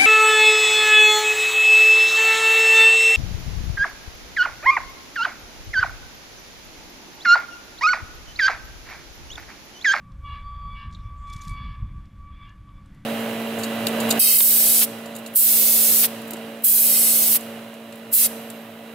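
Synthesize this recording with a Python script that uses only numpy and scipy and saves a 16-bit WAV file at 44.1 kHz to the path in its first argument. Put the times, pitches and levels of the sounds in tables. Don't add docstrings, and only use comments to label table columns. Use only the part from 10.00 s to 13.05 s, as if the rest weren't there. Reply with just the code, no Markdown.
import sys
import numpy as np
from scipy import signal
from scipy.fft import rfft, irfft, next_fast_len
from scipy.io import wavfile
from scipy.ndimage import map_coordinates

SR = 44100
rng = np.random.default_rng(int(sys.argv[2]) if len(sys.argv) > 2 else 0)


def bounce(signal):
    frames = np.transpose(np.atleast_2d(signal))
    limited = np.clip(frames, -1, 1)
    pcm = np.round(limited * 32767).astype(np.int16)
    wavfile.write(sys.argv[1], SR, pcm)


N = 134505

# start_s, length_s, split_hz, grit_db, grit_cutoff_hz, line1_db, line2_db, line3_db
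BINDS = [(0.257, 0.0995, 8, -56.5, 4200, -58.5, -53.5, -66.5),
         (0.756, 0.0856, 75, -54, 5500, -55.5, -54, -71), (1.563, 0.182, 35, -58, 6500, -60.5, -68, -96),
         (2.465, 0.038, 26, -65, 3600, -59, -62.5, -90)]
BIND_ATTACK_S, BIND_RELEASE_S = 0.03, 0.027
NOTE_HZ = 1146.5


def squeal():
    # time_s, level_db
    first = [(0.0, -58.5), (0.1, -53), (0.19, -72.5), (0.25, -38), (0.38, -37), (0.41, -44), (0.47, -36),
             (0.59, -40.5), (0.68, -34), (0.78, -44), (0.85, -42.5), (0.94, -45), (0.98, -54), (1.0, -48.5),
             (1.17, -43), (1.2, -48.5), (1.25, -38.5), (1.32, -38.5), (1.39, -44), (1.56, -37),
             (1.66, -40.5), (1.69, -51.5), (1.75, -43.5), (1.89, -60.5), (1.97, -49), (2.11, -70.5),
             (2.21, -50), (2.29, -46), (2.37, -58.5), (2.43, -47.5), (2.6, -64), (2.69, -50.5),
             (2.76, -60.5), (2.79, -54.5), (2.91, -72), (3.05, -69)]
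    second = [(0.0, -68.5), (0.19, -82), (0.25, -51.5), (0.4, -50.5), (0.45, -64), (0.64, -64), (0.78, -45),
              (1.02, -87), (1.06, -57.5), (1.22, -79), (1.3, -51.5), (1.43, -52), (1.46, -75), (1.5, -45),
              (1.66, -50.5), (1.83, -70), (1.92, -64), (1.95, -82), (2.16, -83), (2.28, -64), (2.34, -76),
              (2.42, -52.5), (2.56, -83), (2.79, -66), (2.82, -88)]
    third = [(0.19, -89), (0.26, -47), (0.64, -59), (0.72, -49), (0.95, -61.5), (0.98, -75), (1.08, -56),
             (1.2, -83), (1.26, -50.5), (1.34, -46.5), (1.39, -57.5), (1.65, -40), (1.68, -54), (2.14, -78),
             (2.44, -50.5), (2.6, -89), (2.77, -59.5), (2.85, -90)]
    fourth = [(.21, -98), (.26, -68.5), (.36, -66), (.42, -81), (.45, -61), (.53, -70.5), (.73, -64.5),
              (.8, -88), (1.23, -86), (1.56, -59.5), (1.7, -68), (1.76, -102)]
    trim_db = [-2, -2.5, -11, -3.5]
    shimmer_db, flutter_db = [0.5, 1.8, 2.2, 1.8], [0, 1.3, 2, 1.5]
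    waver_hz, jitter_hz, jitter_turns, sag_hz = 2, 7, 0.0078, 12.5
    binding = [swell(start_s, length_s, BIND_ATTACK_S, BIND_RELEASE_S) for start_s, length_s, *_ in BINDS]
    free_hz = NOTE_HZ + waver_hz * wobble(39.8) + jitter_hz * wobble(420)
    free_hz += jitter_turns * SR * np.gradient(wobble(190))
    bound_hz = free_hz - sag_hz * sum(binding)
    note = np.zeros(N)
    for k, envelope in enumerate([first, second, third, fourth]):
        level_db = curves(envelope)[0] + trim_db[k]
        level_db += shimmer_db[k] * wobble(44.4) + flutter_db[k] * wobble(170)
        pitch_hz = (k + 1) * bound_hz if k else free_hz
        note += amp(level_db) * tone(pitch_hz)
    return note * amp(0.5 * wobble(220)) + rasp(bound_hz, binding)


def rasp(pitch_hz, binding):
    # pitch_multiple, delay_s
    half_lines = [(1.5, 0.015), (2.5, 0), (3.5, 0.025)]
    # freq_hz, gain_db
    grit_colour = [(700, -41), (1050, 13), (1400, -17.5), (2300, 0.5), (3350, 3), (3900, -7), (4600, -5),
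                   (5200, -11.5), (5700, -14), (6300, -43), (15000, -51)]
    ripple_db, jitter_hz = 2.8, 22
    comb = lambda hz: amp(ripple_db * np.cos(2 * np.pi * hz / (NOTE_HZ / 2)))
    grit = grain() * unit(filtered(noise(grit_colour), comb))
    out = np.zeros(N)
    for bind, (start_s, length_s, split_hz, grit_db, cutoff_hz, *lines_db) in zip(binding, BINDS):
        for (multiple, delay_s), level_db in zip(half_lines, lines_db):
            line_hz = multiple * pitch_hz
            pair = sum(tone(line_hz + side * split_hz + jitter_hz * wobble(350)) for side in (-1, 1))
            envelope = swell(start_s + delay_s, length_s, BIND_ATTACK_S, BIND_RELEASE_S)
            out += amp(level_db) * envelope * unit(pair)
        out += amp(grit_db) * bind * lowpass(grit, cutoff_hz)
    return out


def chirps():
    # start_s, length_s, pitch_hz, level_db
    bursts = [(0.243, 0.1, 3340, -60), (.45, 0.36, 3330, -65.5), (.451, 0.11, 3450, -64.5),
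              (0.713, 0.021, 3413, -53), (1.587, 0.12, 3230, -70), (2.329, 0.019, 3315, -61.5),
              (2.4, 0.044, 3393, -67), (2.418, 0.057, 3200, -67)]
    jitter_hz = 22
    out = np.zeros(N)
    for start_s, length_s, pitch_hz, level_db in bursts:
        envelope = swell(start_s, length_s, attack_s=0.02, release_s=0.0017)
        out += amp(level_db) * envelope * tone(pitch_hz + jitter_hz * wobble(500))
    return out


def scrape():
    # time_s, level_db
    lower_level = [(0.0, -69), (0.15, -59), (0.2, -78.5), (0.25, -54), (0.36, -49), (0.42, -62),
                   (0.79, -54), (1.04, -62), (1.49, -54.5), (1.57, -52.5), (1.87, -61.5), (2.01, -67),
                   (2.12, -81), (2.18, -69.5), (2.47, -59.5), (2.61, -74), (2.68, -63.5), (3.05, -75)]
    upper_level = [(.27, -82), (.35, -60.5), (.46, -72.5), (.9, -71.5), (1.18, -76.5), (1.31, -66.5),
                   (1.63, -66.5), (1.89, -75), (2.22, -81.5), (2.46, -67), (2.56, -81), (3.05, -78.5)]
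    # centre_hz, width_hz, gain_db
    lower_modes = [(1074, 150, -4), (1163, 88, 2.5)]
    upper_modes = [(1700, 247, 4.5), (2254, 266, 6.5), (2800, 250, -3.5), (3397, 320, 2.5),
                   (4650, 600, -12.5)]

    def stirred(level, modes, trim_db=0):
        body = lambda f: sum(amp(db) / (1 + ((f - hz) / width) ** 2) ** 1.81 for hz, width, db in modes)
        friction = rng.standard_normal(N) * grain()
        return amp(curves(level)[0] + trim_db) * unit(filtered(friction, body))
    return stirred(lower_level, lower_modes) + stirred(upper_level, upper_modes, trim_db=8.5)


def rattle():
    # start_s, level_db, cutoff_hz, ring_hz, ring_gain_db
    clicks = [(0.119, -47, 5000, 5470, -14.5), (0.926, -43, 6500, 6650, -16), (.949, -45, 5200, 3720, 11.5),
              (1.3, -39, 10000, 6950, -17), (1.335, -35, 14100, 3340, -6.5),
              (1.364, -35.5, 9900, 3680, -13), (1.417, -42, 8000, 6300, -11),
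              (1.419, -38.5, 13900, 7000, -25), (1.451, -41, 12000, 6960, -17),
              (1.475, -40, 12000, 4140, -11), (1.481, -33.5, 14100, 7300, -13),
              (1.494, -38, 13000, 9130, -3), (2.056, -52.5, 8000, 5240, -18), (2.493, -49, 6000, 6500, -10),
              (2.69, -56.5, 4000, 3270, 2), (2.86, -53.5, 11100, 8650, -6),
              (2.947, -53.5, 14000, 11900, -12)]
    # freq_hz, gain_db
    colour = [(800, -45), (2500, -13.5), (3600, 5.5), (7000, 2.5), (9500, -2), (14000, -4)]
    # start_s, length_s, level_db, cutoff_hz
    rustles = [(.909, 0.037, -64, 7200), (1.27, 0.045, -62.5, 9650), (1.326, 0.057, -59, 11500),
               (1.413, 0.11, -60, 13700)]
    # start_s, length_s, level_db, centre_hz, width_hz
    scuffs = [(.935, 0.025, -71, 6900, 700), (.98, 0.033, -69, 3830, 400), (.985, 0.084, -75, 5500, 600),
              (1.174, 0.12, -74, 7200, 1100), (1.413, 0.004, -47.5, 6440, 650)]
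    click_t60_s, ring_t60_s, click_trim_db, grain_db = 0.019, 0.034, -6, 4.5
    out, crack = np.zeros(N), noise(colour)
    for start_s, level_db, cutoff_hz, ring_hz, ring_gain_db in clicks:
        click = swell(start_s, 0, 0.0018, click_t60_s / np.log(1000)) * lowpass(crack, cutoff_hz)
        ring = swell(start_s, 0, 0.0015, ring_t60_s / np.log(1000)) * band(ring_hz, 0.099 * ring_hz)
        out += amp(level_db + click_trim_db) * (click + amp(ring_gain_db) * ring)
    grains = unit(noise(colour) * amp(grain_db * wobble(500)))
    for start_s, length_s, level_db, cutoff_hz in rustles:
        envelope = swell(start_s, length_s, attack_s=0.008, release_s=0.027)
        out += amp(level_db) * envelope * unit(lowpass(grains, cutoff_hz))
    for start_s, length_s, level_db, centre_hz, width_hz in scuffs:
        envelope = swell(start_s, length_s, attack_s=0.0073, release_s=0.0073)
        out += amp(level_db) * envelope * band(centre_hz, width_hz)
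    return out


def wind():
    # time_s, level_db
    lower_level = [(0, -60), (.15, -38), (1.35, -36.5), (1.43, -45), (1.52, -30), (1.59, -37),
                   (1.61, -31.5), (1.77, -39), (1.83, -33), (2.03, -35), (2.09, -52.5), (2.14, -41),
                   (2.87, -46), (3.05, -57)]
    upper_level = [(0.0, -49), (0.59, -64.5), (0.67, -44), (0.76, -58.5), (0.9, -44), (1.21, -61),
                   (1.38, -72), (1.43, -71), (1.47, -38.5), (1.6, -54), (1.64, -37.5), (1.77, -58.5),
                   (1.82, -42.5), (2.31, -58.5), (3.02, -50), (3.05, -72)]
    # freq_hz, gain_db
    lower_colour = [(10, -21.5), (22, 0), (50, 3), (88, -2), (125, -7), (165, -26.5), (250, -38),
                    (500, -83)]
    upper_colour = [(60, -15.5), (140, 1.5), (190, 0.5), (250, -13), (330, -20.5), (450, -38), (800, -91)]
    # centre_s, peak_db, freq_hz
    buffets = [(0.167, -36, 59.4), (0.573, -28.5, 56), (0.882, -30, 53), (1.059, -28.5, 56),
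               (1.361, -28, 85.5), (1.517, -24, 75.3), (1.83, -19.5, 58)]

    def rumble(level, colour, trim_db, lumps_per_s):
        lumpy = noise(colour) * amp(0.5 * wobble(lumps_per_s))
        return amp(curves(level)[0] + trim_db) * unit(lumpy)
    out = rumble(lower_level, lower_colour, trim_db=-1, lumps_per_s=25.33)
    out += rumble(upper_level, upper_colour, trim_db=-1.5, lumps_per_s=40.09)
    for centre_s, peak_db, freq_hz in buffets:
        phase = 2 * np.pi * freq_hz * (np.arange(N) / SR - centre_s)
        out += amp(peak_db) * phase * np.exp((1 - phase ** 2) / 2)
    return out


def harbour():
    # time_s, level_db
    level = [(0, -52), (1.5, -51.5), (2.1, -53), (2.6, -54), (3.05, -50.5)]
    # freq_hz, gain_db
    colour = [(20, 1.5), (110, -2.5), (200, -11.5), (260, -15.5), (330, -19.5), (450, -28), (600, -24.5),
              (800, -27), (1500, -24.5), (2000, -30.5), (3000, -34), (5000, -40), (8000, -44),
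              (14000, -48.5)]
    sway_db = 1
    return amp(curves(level)[0] + sway_db * wobble(9.53)) * noise(colour)


def engines():
    # pitch_hz, start_db, end_db
    lines = [(203, -62.5, -60), (271.2, -83.5, -65.5), (298.4, -76, -68), (540, -71.5, -80.5)]
    sway_db, waver_hz = 3.05, 4.31
    out = np.zeros(N)
    for pitch_hz, start_db, end_db in lines:
        level_db = np.linspace(start_db, end_db, N) + sway_db * wobble(6.9)
        out += amp(level_db) * tone(pitch_hz + waver_hz * wobble(24.82))
    return out


def whine():
    # time_s, pitch_hz, level_db
    glide = [(2.87, 1810, -89), (2.93, 1930, -69), (2.96, 1973, -68), (3.05, 1950, -73)]
    jitter_hz = 90
    pitch_hz, level_db = curves(glide)
    return amp(level_db) * tone(pitch_hz + jitter_hz * wobble(290))


def quay_echo(x):
    # freq_hz, t60_s
    decay = [(300, 0.36), (1150, 1), (3500, 0.077), (10000, 0.058)]
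    hz, time_s, spectrum = signal.stft(rng.standard_normal(SR), SR, nperseg=256)
    spectrum *= amp(-60 * time_s / along(decay, hz)[:, None])
    tail = signal.istft(spectrum, SR, nperseg=256)[1]
    return signal.fftconvolve(x, np.pad(tail, (SR // 100, 0)) / np.linalg.norm(tail))[:N]


def amp(db):
    return 10 ** (np.asarray(db) / 20)


def unit(x):
    return x / np.sqrt(np.mean(x ** 2) + 1e-20)


def along(points, hz):
    freq_hz, values = np.transpose(points)
    return np.interp(np.log(hz + 1), np.log(freq_hz + 1), values)


def curves(rows):
    time_s, *columns = np.transpose(rows)
    return [np.interp(np.arange(N) / SR, time_s, column) for column in columns]


def wobble(knots_per_s):
    return map_coordinates(rng.standard_normal(N // 8), [np.arange(N) * knots_per_s / SR], mode="mirror")


def grain():
    return amp(2 * wobble(200))


def swell(start_s, length_s, attack_s, release_s):
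    age_s = np.arange(N) / SR - start_s
    return np.clip(age_s / attack_s + .5, 0, 1) * np.exp(-np.maximum(age_s - length_s, 0) / release_s)


def filtered(x, response):
    size = next_fast_len(N + SR // 2)
    return irfft(rfft(x, size) * response(np.fft.rfftfreq(size, 1 / SR)), size)[..., :N]


def lowpass(x, cutoff_hz):
    return signal.sosfilt(signal.butter(3, cutoff_hz, fs=SR, output="sos"), x)


def noise(colour):
    return unit(filtered(rng.standard_normal(N), lambda hz: amp(along(colour, hz))))


def band(centre_hz, width_hz):
    return unit(filtered(rng.standard_normal(N), lambda hz: 1 / (1 + ((hz - centre_hz) / width_hz) ** 4)))


def tone(pitch_hz):
    return np.sqrt(2) * np.sin(2 * np.pi * (np.cumsum(pitch_hz) / SR + rng.random()))


def scene():
    # freq_hz, side_db
    width = [(100, -46.5), (300, -35.5), (3700, -39), (4700, -26.5), (6000, -9.5), (14000, -3)]
    steel = squeal() + chirps() + scrape()
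    clicks = rattle()
    mid = steel + amp(-22) * quay_echo(steel) + clicks + amp(-16) * quay_echo(clicks)
    mid += harbour() + engines() + whine() + wind()
    side = filtered(harbour() + amp(-2) * rattle(), lambda hz: amp(along(width, hz)))
    return np.array([mid + side, mid - side])


def record(dry):
    return filtered(dry, lambda hz: hz < 14500)


dry = scene()
out = record(dry)
bounce(out)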